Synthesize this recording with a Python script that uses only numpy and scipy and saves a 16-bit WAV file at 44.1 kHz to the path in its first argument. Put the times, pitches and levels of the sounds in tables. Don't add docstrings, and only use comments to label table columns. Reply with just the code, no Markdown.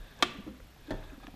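import sys
import numpy as np
from scipy import signal
from scipy.fft import irfft
from scipy.io import wavfile
from scipy.ndimage import uniform_filter1d

SR = 44100
rng = np.random.default_rng(int(sys.argv[2]) if len(sys.argv) > 2 else 0)


def boost(x):
    u = np.asarray(x, float) / 20
    return 10 ** u


def put_to_file(sound):
    columns = np.atleast_2d(sound).T
    safe = np.clip(columns, -1, 1)
    whole_steps = np.round(safe * 32767)
    wavfile.write(sys.argv[1], SR, whole_steps.astype(np.int16))


N = 59535


def evened(x):
    return x / np.sqrt(np.mean(x ** 2) + 1e-20)


def smoothed(x, size):
    return uniform_filter1d(uniform_filter1d(x, size=size), size=size)


def add(mix, start_s, sound):
    part = mix[round(start_s * SR):][:len(sound)]
    part += sound[:len(part)]


def read_curve(points, hz, left=None, right=None):
    point_hz, value = np.transpose(points)
    return np.interp(np.log(hz + 1), np.log(point_hz), value, left=left, right=right)


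def coloured(points, patchy_db):
    frames, hz = N // 256 + 5, np.fft.rfftfreq(1024, 1 / SR)
    real, imag, patches = rng.standard_normal((frames, 513, 3)).T
    patches = uniform_filter1d(patches, size=12, axis=0)
    patches = evened(uniform_filter1d(patches, size=10, axis=1))
    level_db = read_curve(points, hz, left=-60)[:, None] + patchy_db * patches
    noise = signal.istft((real + 1j * imag) * boost(level_db), nperseg=1024, noverlap=768)[1]
    return evened(noise[:N])


def resonate(x, hz, width_hz):
    turn = np.exp(2j * np.pi * hz * np.arange(len(x)) / SR)
    r = np.exp(-np.pi * width_hz / SR)
    return 2 * (turn * signal.lfilter([1 - r], [1, -r], x / turn)).real


def band(x, hz, width_hz):
    return evened(resonate(resonate(x, hz, width_hz), hz, width_hz))


def ring(hz, db, t60_s, rise_s, phase=0):
    t = np.arange(SR) / SR
    envelope = boost(db - 60 * t / t60_s) * (1 - np.exp(-t / rise_s))
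    return envelope * np.sin(2 * np.pi * (hz * t + phase))


def struck(blows, modes, rise_s, spread_db):
    out = np.zeros(N)
    for start_s, level_db, tilt_db in blows:
        for (hz, mode_db, t60_s), (luck, phase) in zip(modes, rng.random((len(modes), 2))):
            db = level_db + mode_db + tilt_db * np.log2(hz / 1000) + spread_db * (luck - 0.5)
            add(out, start_s, ring(hz, db, t60_s, rise_s, phase))
    return out


def cracks(blows, colour, over_db, t60_s):
    noise, envelope, t = coloured(colour, 1.6), np.zeros(N), np.arange(N) / SR
    for start_s, db, _ in blows:
        since = np.maximum(t - start_s, 0)
        envelope += boost(db + over_db - 60 * since / t60_s) * np.minimum(since / 0.00019, 1)
    return noise * envelope


# pitch_hz [Hz], level_db [dB per Hz]
AIR_HISS = [(60, -10.5), (100, -0.5), (300, -11.5), (700, -18), (1700, -20), (4000, -23), (8000, -32.5),
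            (15300, -39.5)]


def air_hiss():
    return boost(-58) * coloured(AIR_HISS, 0.99)


# pitch_hz [Hz], level_db [dB per Hz]
WIND_RUMBLE = [(15, -8), (30, -2), (50, 4.5), (80, -8.5), (140, -34), (250, -39)]


def wind():
    return boost(-59.5) * coloured(WIND_RUMBLE, 2.7)


# pitch_hz [Hz], width_hz [Hz], level_db [dB]
SEAL_BODY = [(500, 1470, 5), (1616, 190, 1.5), (2500, 270, -4.5), (3500, 580, -0.5), (5840, 3700, -13)]
# start_s [s], level_db [dB]
DOOR_MOTION = [(0, -57.5), (0.169, -59.5), (.22, -51.5), (.45, -70), (0.618, -82), (.75, -76),
               (0.841, -63.5), (.9, -56), (1.04, -62), (1.12, -60.5), (1.19, -65.5), (1.24, -56.5),
               (1.3, -69.5), (1.35, -80)]


def rustle():
    grain_size = np.minimum(rng.exponential(1, N // 80 + 1), 3).repeat(80)[:N]
    grains = rng.standard_normal(N) * boost(1.9 * grain_size)
    body = sum(boost(db) * band(grains, hz, width_hz) for hz, width_hz, db in SEAL_BODY)
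    return evened(body) * boost(np.interp(np.arange(N) / SR, *np.transpose(DOOR_MOTION)))


def whine():
    whine_hz, frames_per_s, start_s, share = 12407, 29.97, 0.0015, 0.45
    t = np.arange(N) / SR
    singing = ((t - start_s) * frames_per_s) % 1 < share
    gate = uniform_filter1d(1.0 * singing, size=30)
    return boost(-70) * gate * np.sin(2 * np.pi * whine_hz * t)


# start_s [s], level_db [dB], pitch_hz [Hz], t60_s [s]
HINGE_WOBBLES = [
    (0, -35.5, 36.8, 0.28),
    (0.372, -42.5, 45, 0.14),
    (0.479, -44, 61.3, 0.51),
    (0.599, -44, 37, 0.44),
    (0.921, -33.5, 31.24, 0.65),
    (1.089, -40.5, 45.5, 0.17),
    (1.198, -46.5, 37.8, 1),
    (1.29, -54, 30, 0.51),
]


def shudder():
    out = np.zeros(N)
    for start_s, db, hz, t60_s in HINGE_WOBBLES:
        add(out, start_s, ring(hz, db, t60_s, 0.0067))
        add(out, start_s, ring(hz * 2.9, db - 9.5, t60_s * 0.91, 0.035))
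    return out


# centre_s [s], level_db [dB], pitch_hz [Hz], length_s [s]
SEAL_SCRAPES = [(0.109, -64.5, 1660, 0.047), (0.163, -70, 5070, 0.016), (0.877, -61.5, 3630, 0.014),
                (0.989, -67, 3070, 0.026), (1.027, -55, 1630, 0.0095), (1.03, -63, 2620, 0.011),
                (1.041, -60.5, 3500, 0.018), (1.043, -55, 1100, 0.015), (1.061, -67, 3500, 0.016),
                (1.095, -68, 6450, 0.0051), (1.1, -63, 1650, .02), (1.132, -60, 1400, 0.043),
                (1.133, -67.5, 6940, 0.0092), (1.242, -65, 4040, .025), (1.245, -67, 2340, 0.012)]


def scrapes():
    out, t = np.zeros(N), (np.arange(4000) - 2000) / SR
    for centre_s, db, hz, length_s in SEAL_SCRAPES:
        grit = band(rng.standard_normal(4000) ** 3, hz, hz * 0.34)
        add(out, centre_s - 2000 / SR, boost(db) * grit * np.exp(-(2 * t / length_s) ** 2))
    return out


# start_s [s], level_db [dB], pitch_hz [Hz], t60_s [s]
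DRY_TICKS = [(0.19, -48, 5030, 0.0053), (0.2241, -25.5, 4870, 0.012), (0.2247, -40.5, 11100, 0.023),
             (0.228, -36, 6700, 0.0067), (0.602, -52, 1230, 0.027), (.474, -51, 1100, 0.064),
             (0.9068, -39.5, 3160, 0.02), (.911, -48.5, 3760, 0.043), (1.0259, -68, 2500, 0.016),
             (1.2686, -37.5, 1890, 0.011), (1.2686, -47, 2780, 0.01), (1.269, -46.5, 920, 0.013),
             (1.2685, -68, 9000, .008)]


def ticks():
    out, t = np.zeros(N), np.arange(4000) / SR
    for start_s, db, hz, t60_s in DRY_TICKS:
        burst = band(rng.standard_normal(len(t)), hz, hz * 0.9)
        add(out, start_s, burst * boost(db - 60 * t / t60_s) * np.minimum(t / 0.0004, 1))
    return out


# start_s [s], level_db [dB], pitch_hz [Hz], t60_s [s]
SMALL_PINGS = [(0.23, -57, 540, .04), (.201, -45, 920, 0.038), (0.19, -57, 1150, .02),
               (.2245, -22, 876, 0.034), (.2255, -28, 283, 0.067), (.2245, -38, 430, 0.033),
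               (.2243, -17.5, 5410, 0.0099), (.2285, -36, 6900, 0.0055), (.9075, -43, 420, 0.033),
               (.9075, -36, 190, .05), (.9098, -41, 2000, 0.038), (.4715, -40, 309, .04),
               (.2247, -22.5, 3583, 0.032), (0.2244, -25.5, 3187, 0.06), (.2249, -30, 3790, .025),
               (0.2252, -30, 1622, 0.04), (0.2315, -23, 1370, 0.024), (.236, -40, 346, 0.03),
               (.486, -39, 208, 0.16), (0.602, -50.5, 1380, 0.026), (.6022, -57, 1900, .015),
               (.9073, -38, 3500, .01), (0.9092, -51, 4400, 0.0073), (.913, -43, 4600, 0.011),
               (.917, -37, 211, .03), (.922, -43, 1790, 0.022), (1.236, -53, 1240, .03),
               (1.341, -48.5, 450, 0.017), (1.2686, -39.5, 1720, 0.017), (1.1, -44, 2520, 0.011),
               (1.2688, -50, 3400, 0.0087)]


def pings():
    out = np.zeros(N)
    for start_s, db, hz, t60_s in SMALL_PINGS:
        add(out, start_s, ring(hz, db, t60_s, 0.00041))
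    return out


# start_s [s], level_db [dB], pitch_hz [Hz], t60_s [s], rise_s [s]
PANEL_KNOCKS = [(0.199, -45.5, 500, 0.15, 0.0068), (0.2219, -41, 500, 0.012, 0.00083),
                (.345, -45, 279.7, 0.18, 0.0087), (0.385, -34, 198, 0.055, 0.0039),
                (0.397, -43.5, 244, 0.066, 0.0032), (0.465, -37, 311.7, 0.11, 0.0038),
                (.472, -40, 240, 0.11, 0.0021), (.482, -47, 523, 0.091, 0.0059),
                (.503, -46, 256.3, 0.25, 0.0089), (0.601, -49.5, 500, 0.035, 0.0021),
                (.763, -52, 753, 0.027, 0.0013), (0.881, -39, 302, 0.15, 0.0093),
                (1.121, -45, 256, 0.075, 0.0056), (1.132, -47, 274, 0.066, 0.001),
                (1.178, -40, 264, 0.047, 0.0034), (1.201, -50, 1173, 0.025, 0.0024),
                (1.229, -47.5, 790, 0.054, 0.0036), (1.234, -46, 1240, 0.05, 0.0036),
                (1.244, -38, 269, 0.031, 0.0039), (1.272, -53, 274, 0.042, 0.0021),
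                (1.278, -38.5, 277, 0.04, 0.0018), (1.283, -42, 710, 0.027, 0.0016),
                (1.341, -41, 278, 0.027, 0.0012), (1.341, -45.5, 680, 0.014, 0.0011)]
# ratio [of pitch], level_db [dB]
PANEL_PARTIALS = [(1, 5.5), (1.5, -12), (2.3, -7.5), (3.6, -17)]


def knocks():
    out, t = np.zeros(N), np.arange(SR) / SR
    for start_s, db, hz, t60_s, rise_s in PANEL_KNOCKS:
        flattening = rng.uniform(0.82, 0.89, len(PANEL_PARTIALS))
        for (ratio, part_db), flat in zip(PANEL_PARTIALS, flattening):
            part_hz = hz * ratio * (flat if ratio > 1.01 else 1)
            add(out, start_s, ring(part_hz, db + part_db, t60_s / ratio ** 0.5, rise_s))
        puff = band(rng.standard_normal(SR), hz * 0.9, hz * 0.67)
        add(out, start_s, puff * boost(db - 8 - 60 * t / t60_s) * (1 - np.exp(-t / rise_s)))
    return out


# start_s [s], level_db [dB], brightness_db [dB per octave]
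LATCH_SNAPS = [
    (0.2244, -20.5, 3.5),
    (.2250, -21, 0.5),
    (0.2284, -25, 1),
    (0.232, -34.5, -3.5),
    (0.2317, -27.5, -2.5),
]
# pitch_hz [Hz], level_db [dB], t60_s [s]
LATCH_STEEL = [(259, -16.5, 0.042), (355, -12, 0.13), (684, -7, 0.019), (888, -9.5, 0.014),
               (1186, -0.5, 0.032), (1363, -6, 0.026), (1622, -11.5, 0.083), (1786, -10, 0.04),
               (2090, -19, 0.035), (2280, -10.5, 0.036), (3187, -5, 0.018), (3526, -5, 0.03),
               (3730, -13.5, 0.027), (5400, -5.5, 0.0037)]
# pitch_hz [Hz], level_db [dB per Hz]
LATCH_BURST = [(200, -1.5), (350, 3), (1200, -1.5), (2400, -7.5), (3400, -8.5), (4300, -7), (5500, -9.5),
               (15000, -35.5)]


def latch():
    snap = struck(LATCH_SNAPS, LATCH_STEEL, 0.00011, 3.0) + cracks(LATCH_SNAPS, LATCH_BURST, -2.9, 0.024)
    return signal.lfilter(*signal.butter(2, 190, "high", fs=SR), snap)


# pitch_hz [Hz], level_db [dB], t60_s [s]
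SKIN_MODES = [(231.4, -39.5, 0.35), (450, -42, 0.035), (713, -41, 0.16), (1076, -53, 0.48),
              (1193, -35, 0.11), (1393, -54, 0.41), (1463, -36, 0.15), (2040, -48, 0.22), (2590, -41, 0.2),
              (2650, -51.5, 0.54), (2970, -52, 0.3), (3175, -36.5, 0.17), (3630, -47, .09),
              (4600, -48, 0.18)]


def skin():
    out = np.zeros(N)
    for hz, db, t60_s in SKIN_MODES:
        waver_db = 3 * evened(smoothed(rng.standard_normal(SR), 600))
        add(out, LATCH_SNAPS[0][0], ring(hz, db, t60_s, 0.0025) * boost(waver_db))
    return out


# pitch_hz [Hz], t60_s [s]
LOT_DECAY = [(200, 0.8), (600, 0.62), (1200, 0.77), (3000, 0.68), (6000, 0.46), (9000, 0.33),
             (14000, 0.036)]


def lot(x):
    gap_s, build_s = 0.0045, 0.0066
    taps, at = np.zeros(SR), np.arange(0, SR - 20, 20)
    taps[at + rng.integers(0, 20, len(at))] = rng.choice([-1.0, 1.0], len(at))
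    hz, t, z = signal.stft(taps, SR, nperseg=256)
    decay = boost(-60 * t / read_curve(LOT_DECAY, hz)[:, None])
    tail = signal.istft(z * decay, SR, nperseg=256)[1][:SR]
    tail = tail * np.clip((np.arange(SR) / SR - gap_s) / build_s, 0, 1)
    return signal.fftconvolve(x, tail / np.linalg.norm(tail))[:N]


# pitch_hz [Hz], level_db [dB per Hz]
FAR_COLOUR = [(150, 9.5), (300, 2), (700, -1), (1150, -9), (2000, -2), (3200, 0.5), (4500, -11.5),
              (9000, -26)]


def far_snap():
    spectrum = boost(read_curve(FAR_COLOUR, np.fft.rfftfreq(256, 1 / SR), left=-40, right=-40))
    click = np.roll(irfft(spectrum), 128) * np.hanning(256)
    out = np.zeros(N)
    add(out, LATCH_SNAPS[0][0], boost(-12) * click / np.linalg.norm(click))
    return lot(out)


# start_s [s], level_db [dB], brightness_db [dB per octave]
STOP_BLOWS = [
    (.9065, -30, 0),
    (.9105, -36.5, 0.5),
    (.917, -37, 0),
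    (.9225, -42, 8),
    (.933, -43.5, -2),
    (.943, -46.5, -3.5),
]
# pitch_hz [Hz], level_db [dB], t60_s [s]
FRAME_MODES = [(97, -11, 0.16), (130, -12, 0.26), (187, 1, 0.058), (272.7, -5, 0.066), (325, -0.5, 0.06),
               (391, -6, 0.12), (500, 1, 0.017), (625, -8.5, 0.1), (906, -14, 0.13), (1625, -13, 0.058),
               (1793, -11, 0.061), (3400, -14.5, 0.016), (4600, -42, 0.008)]


def hinge_stop():
    return struck(STOP_BLOWS, FRAME_MODES, 0.0006, 10)


# pitch_hz [Hz], level_db [dB per Hz]
STOP_BURST = [(100, 5), (300, 6.5), (700, 4), (1300, -9), (1800, -7.5), (3500, -33), (7000, -41),
              (14000, -67)]


def stop_thumps():
    return cracks(STOP_BLOWS, STOP_BURST, -3.2, 0.045) + cracks(STOP_BLOWS[-1:], STOP_BURST, -2, 0.56)


def scene():
    snap = latch()
    body = hinge_stop() + knocks()
    bursts = stop_thumps() + ticks()
    echo = boost(-12) * lot(bursts + boost(-4.5) * body + boost(-10) * snap) + far_snap()
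    steady = air_hiss() + wind() + rustle() + whine()
    small = skin() + pings() + scrapes()
    return (steady + shudder() + snap + body + bursts + echo + small)[None]


def band_limit(x):
    return signal.sosfilt(signal.butter(12, 16420, fs=SR, output="sos"), x)


def record(dry):
    lowpass = signal.firwin(511, 15350, window=("kaiser", 9), fs=SR)
    low = signal.oaconvolve(dry, lowpass[None], "same")
    mix = low + boost(-36) * (dry - low)
    return band_limit(mix)


dry = scene()
out = record(dry)
put_to_file(out)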